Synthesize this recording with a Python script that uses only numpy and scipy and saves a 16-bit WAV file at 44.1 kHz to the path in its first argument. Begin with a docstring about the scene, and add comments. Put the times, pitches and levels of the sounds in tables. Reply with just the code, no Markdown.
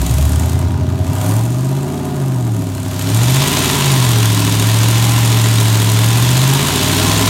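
"""Cross-plane V8 with open exhaust stacks on a workshop dynamometer: lumpy idle, a blip, then full
throttle against the brake. Each firing rings the stacks and the room and releases a burst of gas.
The near bank fires unevenly and is the louder one. Load drives bass and bark, throttle drives rasp.
The firing tone swells and fades as it glides through the room's standing waves.
At idle, air whistles faintly past the throttle."""
import sys
import numpy as np
from scipy import signal
from scipy.fft import rfft, irfft, next_fast_len
from scipy.io import wavfile
from scipy.ndimage import uniform_filter1d

SR = 44100
rng = np.random.default_rng(int(sys.argv[2]) if len(sys.argv) > 2 else 0)


def generate_wav(sig):
    """Save sig (samples, or channels by samples) to the path in sys.argv[1] as 16-bit PCM at SR."""
    pcm = np.round(np.clip(np.atleast_2d(sig).T, -1, 1) * 32767).astype(np.int16)
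    wavfile.write(sys.argv[1], SR, pcm)


N = 321489
TIME_S = np.arange(N) / SR

# target speed: t/s, firing rate/Hz
SPEED = [(0.0, 57.76), (0.097, 66.8), (0.499, 83.67), (1.103, 91.76), (1.63, 130.32), (1.959, 146.45),
         (2.146, 142.82), (2.711, 97.48), (3.037, 99.53), (3.483, 145.56), (3.642, 151.21), (3.884, 137.71),
         (4.165, 113.11), (4.443, 106.57), (5.085, 116.62), (5.883, 109.35), (6.155, 115.85),
         (6.821, 152.81), (7.29, 170.6)]
# idle, blip, overrun, wide open: t/s, throttle/0-1, load/0-1, base crackle level/dB
DRIVE = [(0, 0.82, 1, -25.5), (.48, 0.51, 0.66, -30.5), (.78, 0.16, 0.43, -45.5), (.98, 0.19, 0.47, -42),
         (1.26, 0.51, 1, -28.5), (1.36, 0.4, 0.74, -31), (1.48, 0.15, 0.02, -37), (2.0, 0, 0.12, -41),
         (2.45, 0.02, 0, -39.5), (2.85, 0.31, 0.06, -36), (3.03, 0.67, .4, -30), (3.17, 0.79, 0.87, -26),
         (3.42, 1, 0.75, -24.5), (7.29, 0.98, 0.84, -25)]
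# cylinders in firing order: bank (1 near, -1 far)
BANK = [1, -1, -1, 1, -1, 1, 1, -1]
# cylinders in firing order: relative gas burst level/dB
BURST_DB = [0, -49, -9, 3, -16, 0.5, 2, -27]
# unequal headers, orders 9-30 of the four-stroke cycle: relative level/dB
HEADER_ORDERS_DB = [1, -3, 7.5, -3, 10, 4, 3, 4, 7, -5, 3.5, 0.5, 12.5, -10.5, 8, 3.5, -5, 5, 2, -6, 6.5,
                    2.5]
# low response of the stacks: f/Hz, gain/dB
PIPE_RESPONSE = [(135, -9), (168, 4), (203, -13.5), (235, -6), (272, 3.5), (300, -1), (325, -11),
                 (356, -3.5), (380, -8.5), (404, -5), (455, -32.5), (600, -49)]
# upper stack resonances: f/Hz, width/Hz, gain/dB
STACK_MODES = [(556.6, 63, -6), (639.6, 64, 3), (715.6, 52, -2), (801, 40, -6), (870.5, 32, -1),
               (959.5, 52, -3.5), (1055, 68, -7.5), (1249, 164, -11.5), (1430, 410, -15.5)]
# stack mouth resonances under hard flow: f/Hz, width/Hz, gain/dB
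MOUTH_MODES = [(418, 22, 9.5), (693, 79, -5), (964, 193, -2), (1040, 38, 0), (2890, 85, -10),
               (3530, 2100, -11)]
# broadband gas noise: f/Hz, gain/dB
RASP_SPECTRUM = [(35, -4.5), (400, -2), (700, -5), (1000, 1), (1500, -2.5), (2300, -2.5), (3200, -2),
                 (4100, -3.5), (5000, -6), (6500, -6.5), (10000, -21)]
# treble gas noise: f/Hz, gain/dB
CRACKLE_SPECTRUM = [(2500, -49), (5000, -8.5), (6000, -3), (7000, 4), (7700, 1), (8600, 3), (9800, -0.5),
                    (10400, -4), (11200, -1), (13000, -2.5), (15800, -11.5)]
# standing waves of the workshop: f/Hz, width/Hz, gain/dB
ROOM_MODES = [(75.4, 14, -6), (113.7, 28.3, 1), (129.9, 15, -4)]
# bass in the room at full load: firing rate/Hz, tone level/dB, boom level/dB, pipe level/dB
BASS_LEVELS = [(60, -16, -20, -20), (70, -16, -13.5, -26), (75.5, -11.5, -15.3, -23),
               (89.5, -15.5, -15, -22), (100, -18.3, -23, -24.5), (106.6, -15, -22.5, -18),
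               (111, -10, -31, -23), (120, -11, -22.5, -22.5), (136.5, -10.5, -23.5, -23),
               (148, -24.5, -20, -21), (159, -34, -15.5, -18.5), (167, -23.3, -15.5, -20)]
# intake whistle: t/s, f/Hz, level/dB
WHISTLE = [(.42, 2070, -75), (.5, 2060, -51), (.55, 2050, -46), (.61, 2070, -47), (.68, 2140, -51),
           (.78, 2020, -56), (.9, 2140, -82)]


def engine():
    """Eight cylinders fire in turn into two stacks; flywheel inertia smooths the speed."""
    firing_hz = smooth(curves(SPEED)[0], 5733, mode="nearest")
    crank = np.cumsum(firing_hz) / SR - 1.077  # angle/firings
    return bass(crank, firing_hz) + roar(crank, firing_hz)


def firings(crank):
    """Sample position and cylinder of each firing."""
    count = np.arange(-1, int(crank[-1]) + 1)
    return np.interp(count, crank, np.arange(N)), count % len(BANK)


def bass(crank, firing_hz, idle_scatter_db=3, load_scatter_db=0.3):
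    """Firing tone, lumpy room boom and pipe note; combustion is uneven at idle and steadies with speed."""
    tone_db, boom_db, pipe_db = bass_levels(firing_hz)
    at, cylinder = firings(crank)
    idling = np.interp(firing_hz, [88, 112], [1, 0])
    scatter_db = load_scatter_db + (idle_scatter_db - load_scatter_db) * idling[at.astype(int)]
    charge = undb(scatter_db * rng.standard_normal(len(at)))
    unevenness = charge - np.mean(charge)
    boom = ring(pulses(at, 0.26 * np.array(BANK)[cylinder] + unevenness), ROOM_MODES)
    pipe = pipe_note(crank, firing_hz, idling, pulses(at, unevenness))
    return undb(tone_db) * firing_tone(crank, firing_hz) + level(boom, boom_db) + level(pipe, pipe_db)


def bass_levels(firing_hz, sags_db=(5, 6, 1)):
    """Tone, boom, pipe levels/dB: the room lifts or sinks each with speed; all sag off load."""
    _, load, _ = curves(DRIVE)
    hz, *levels_db = np.transpose(sorted(BASS_LEVELS))
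    return [np.interp(firing_hz, hz, db) - sag * (1 - load) for db, sag in zip(levels_db, sags_db)]


def firing_tone(crank, firing_hz, weak_at_firings=3.2, lope_depth=0.8, lope_fade_hz=(100, 111)):
    """Fundamental of all cylinders; at low speed a weak one dips it once per cycle."""
    dip = np.cos(np.pi * (crank - weak_at_firings) / len(BANK)) ** 6
    lope = 1 - lope_depth * np.interp(firing_hz, lope_fade_hz, [1, 0]) * (dip - np.mean(dip))
    return np.sqrt(2) * lope * np.sin(2 * np.pi * (crank - 0.12))


def pipe_note(crank, firing_hz, idling, uneven_kicks, strain_hz=(122, 150), strain_db=11):
    """Growl through the stacks, roughened by strong and weak firings at idle and under strain."""
    throttle, _, _ = curves(DRIVE)
    strain = throttle * np.interp(firing_hz, strain_hz, [0, 1])
    rough_db = -10 + 10 * idling + strain_db * strain
    clean = level(colour(growl(crank / len(BANK)), PIPE_RESPONSE), 0)
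    rough = level(colour(uneven_kicks, PIPE_RESPONSE), rough_db)
    return room(clean + rough, wet_db=-7)


def growl(cycle):
    """Unequal headers: pressure that repeats every four-stroke cycle. Orders above 30 are flat."""
    orders = np.arange(9, 48)
    gains = undb(np.r_[HEADER_ORDERS_DB, np.zeros(len(orders) - len(HEADER_ORDERS_DB))])
    return sum(g * np.sin(2 * np.pi * (k * cycle + rng.random())) for k, g in zip(orders, gains))


def roar(crank, firing_hz, scatter_db=3.5, jitter_s=0.00008, far_bank_gain=0.38):
    """Pressure blows and gas bursts: hollow bark with the throttle shut, rasping rush with it open."""
    bark_db, rasp_db, crackle_db = roar_levels(firing_hz)
    at, cylinder = firings(crank)
    jitter, *scatters = rng.standard_normal((len(at), 3)).T
    flow = np.interp(rasp_db, [-36, -24], [0, 1])  # 0 gentle, 1 hard
    bank_gain = np.where(np.array(BANK)[cylinder] > 0, 1, far_bank_gain)
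    blows = pulses(at + jitter_s * SR * jitter, bank_gain)
    puffs, spits = (pulses(at, undb(np.array(BURST_DB)[cylinder] + scatter_db * s)) for s in scatters)
    return (level(bark(blows, puffs), bark_db - 5.1 * flow)
            + level(rasp(puffs, flow), rasp_db + 3.5)
            + level(crackle(spits, flow), crackle_db)
            + undb(rasp_db + 36.5) * stack_sing(at))


def roar_levels(firing_hz, cruise_hz=110):
    """Base bark, rasp, crackle levels/dB: bark follows load, rasp throttle; all rise with speed."""
    throttle, load, crackle_db = curves(DRIVE)
    octaves = np.log2(firing_hz / cruise_hz)
    bark_db = -24.5 - 9 * (1 - load) + 6.5 * octaves
    rasp_db = -24 - 19.5 * (1 - throttle) + 6.5 * octaves
    return bark_db, rasp_db, crackle_db + 4 * octaves


def bark(blows, puffs):
    """Blows and gas ring the upper stack resonances."""
    struck = ring(blows, STACK_MODES)
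    blown = ring(gas(puffs, width_s=0.0045, steady=1), STACK_MODES)
    return room(level(struck, 0) + level(blown, 1), wet_db=-5)


def rasp(puffs, flow):
    """Broadband gas rush; hard flow rings the stack mouths."""
    rush = colour(gas(puffs, width_s=0.0025, steady=2.57), RASP_SPECTRUM)
    return room(rush + flow * ring(rush, MOUTH_MODES), wet_db=-7.5)


def crackle(spits, flow):
    """Separate treble ticks that fill in as more gas flows."""
    ticks = gas(spits, width_s=0.0022, steady=0.65 + 0.16 * flow)
    return room(colour(ticks, CRACKLE_SPECTRUM), wet_db=-4)


def gas(kicks, width_s, steady):
    """Turbulence swelling and dying with each valve opening, over a steady flow."""
    t = np.arange(-512, 513) / SR
    flare = signal.fftconvolve(kicks, np.exp(-(t / width_s) ** 2), "same")
    return (level(flare, 0) + steady) * rng.standard_normal(N)


def stack_sing(at, hz=808, width_hz=23):
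    """A sharp stack resonance sings when a firing harmonic rests on it."""
    return ring(pulses(at, np.ones(len(at))), [(hz, width_hz, 0)])


def intake_whistle():
    """Air past the nearly shut throttle: a thin, wavering tone at idle."""
    hz, db = curves(WHISTLE)
    waver = level(uniform_filter1d(rng.standard_normal(N), size=300), -52)
    phase = 2 * np.pi * np.cumsum(hz * (1 + waver)) / SR
    return np.sqrt(2) * undb(db) * np.sin(phase) * (TIME_S < WHISTLE[-1][0])


def room(x, wet_db, t60_s=0.3, predelay_s=0.003):
    """Direct sound plus a dense, fading tail from the walls."""
    t = TIME_S[:SR // 2]
    tail = rng.standard_normal(len(t)) * undb(-60 * t / t60_s) * (t > predelay_s)
    return x + undb(wet_db) * signal.fftconvolve(x, tail / np.linalg.norm(tail))[:N]


def pulses(at, size):
    """One pulse per firing, split between adjacent samples."""
    inside = (at >= 0) & (at < N - 1)
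    at, size = at[inside], size[inside]
    i = at.astype(int)
    return np.bincount(i, size * (1 - at + i), N) + np.bincount(i + 1, size * (at - i), N)


def ring(x, modes):
    """Parallel resonances, each applied twice for steep flanks."""
    out = 0
    for hz, width_hz, db in modes:
        b, a = signal.iirpeak(hz, hz / width_hz, fs=SR)
        out = out + undb(db) * signal.lfilter(b, a, signal.lfilter(b, a, x))
    return out


def colour(x, spectrum):
    """Filter by (f/Hz, gain/dB) points; 12 dB/octave roll-off below the first."""
    hz, db = np.transpose(spectrum)
    size = next_fast_len(N + 4096, True)
    bin_hz = np.maximum(np.fft.rfftfreq(size, 1 / SR), 1)
    gain = undb(np.interp(np.log(bin_hz), np.log(hz), db)) * np.minimum(bin_hz / hz[0], 1) ** 2
    return irfft(rfft(x, size) * gain, size)[:N]


def level(x, db):
    """Set the slow RMS to db; single firings keep their differences."""
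    power = smooth(x ** 2, 6000)
    return x * undb(db) / np.sqrt(np.abs(power) + 1e-18)


def smooth(x, samples, mode="reflect"):
    """Moving average, applied twice."""
    return uniform_filter1d(uniform_filter1d(x, samples, mode=mode), samples, mode=mode)


def curves(table):
    """Table columns, linearly interpolated over time."""
    t_s, *columns = np.transpose(table)
    return [np.interp(TIME_S, t_s, column) for column in columns]


def undb(db):
    return 10 ** (np.asarray(db) / 20)


def scene():
    """Engine and intake whistle, mono."""
    return (engine() + intake_whistle())[None]


def record(dry, ceiling=0.79, knee=6, top_hz=15850):
    """Soft peak limit, then a steep low-pass."""
    rounded = dry / (1 + np.abs(dry / ceiling) ** knee) ** (1 / knee)
    return signal.sosfilt(signal.ellip(10, 0.2, 80, top_hz, fs=SR, output="sos"), rounded)


dry = scene()
out = record(dry)
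generate_wav(out)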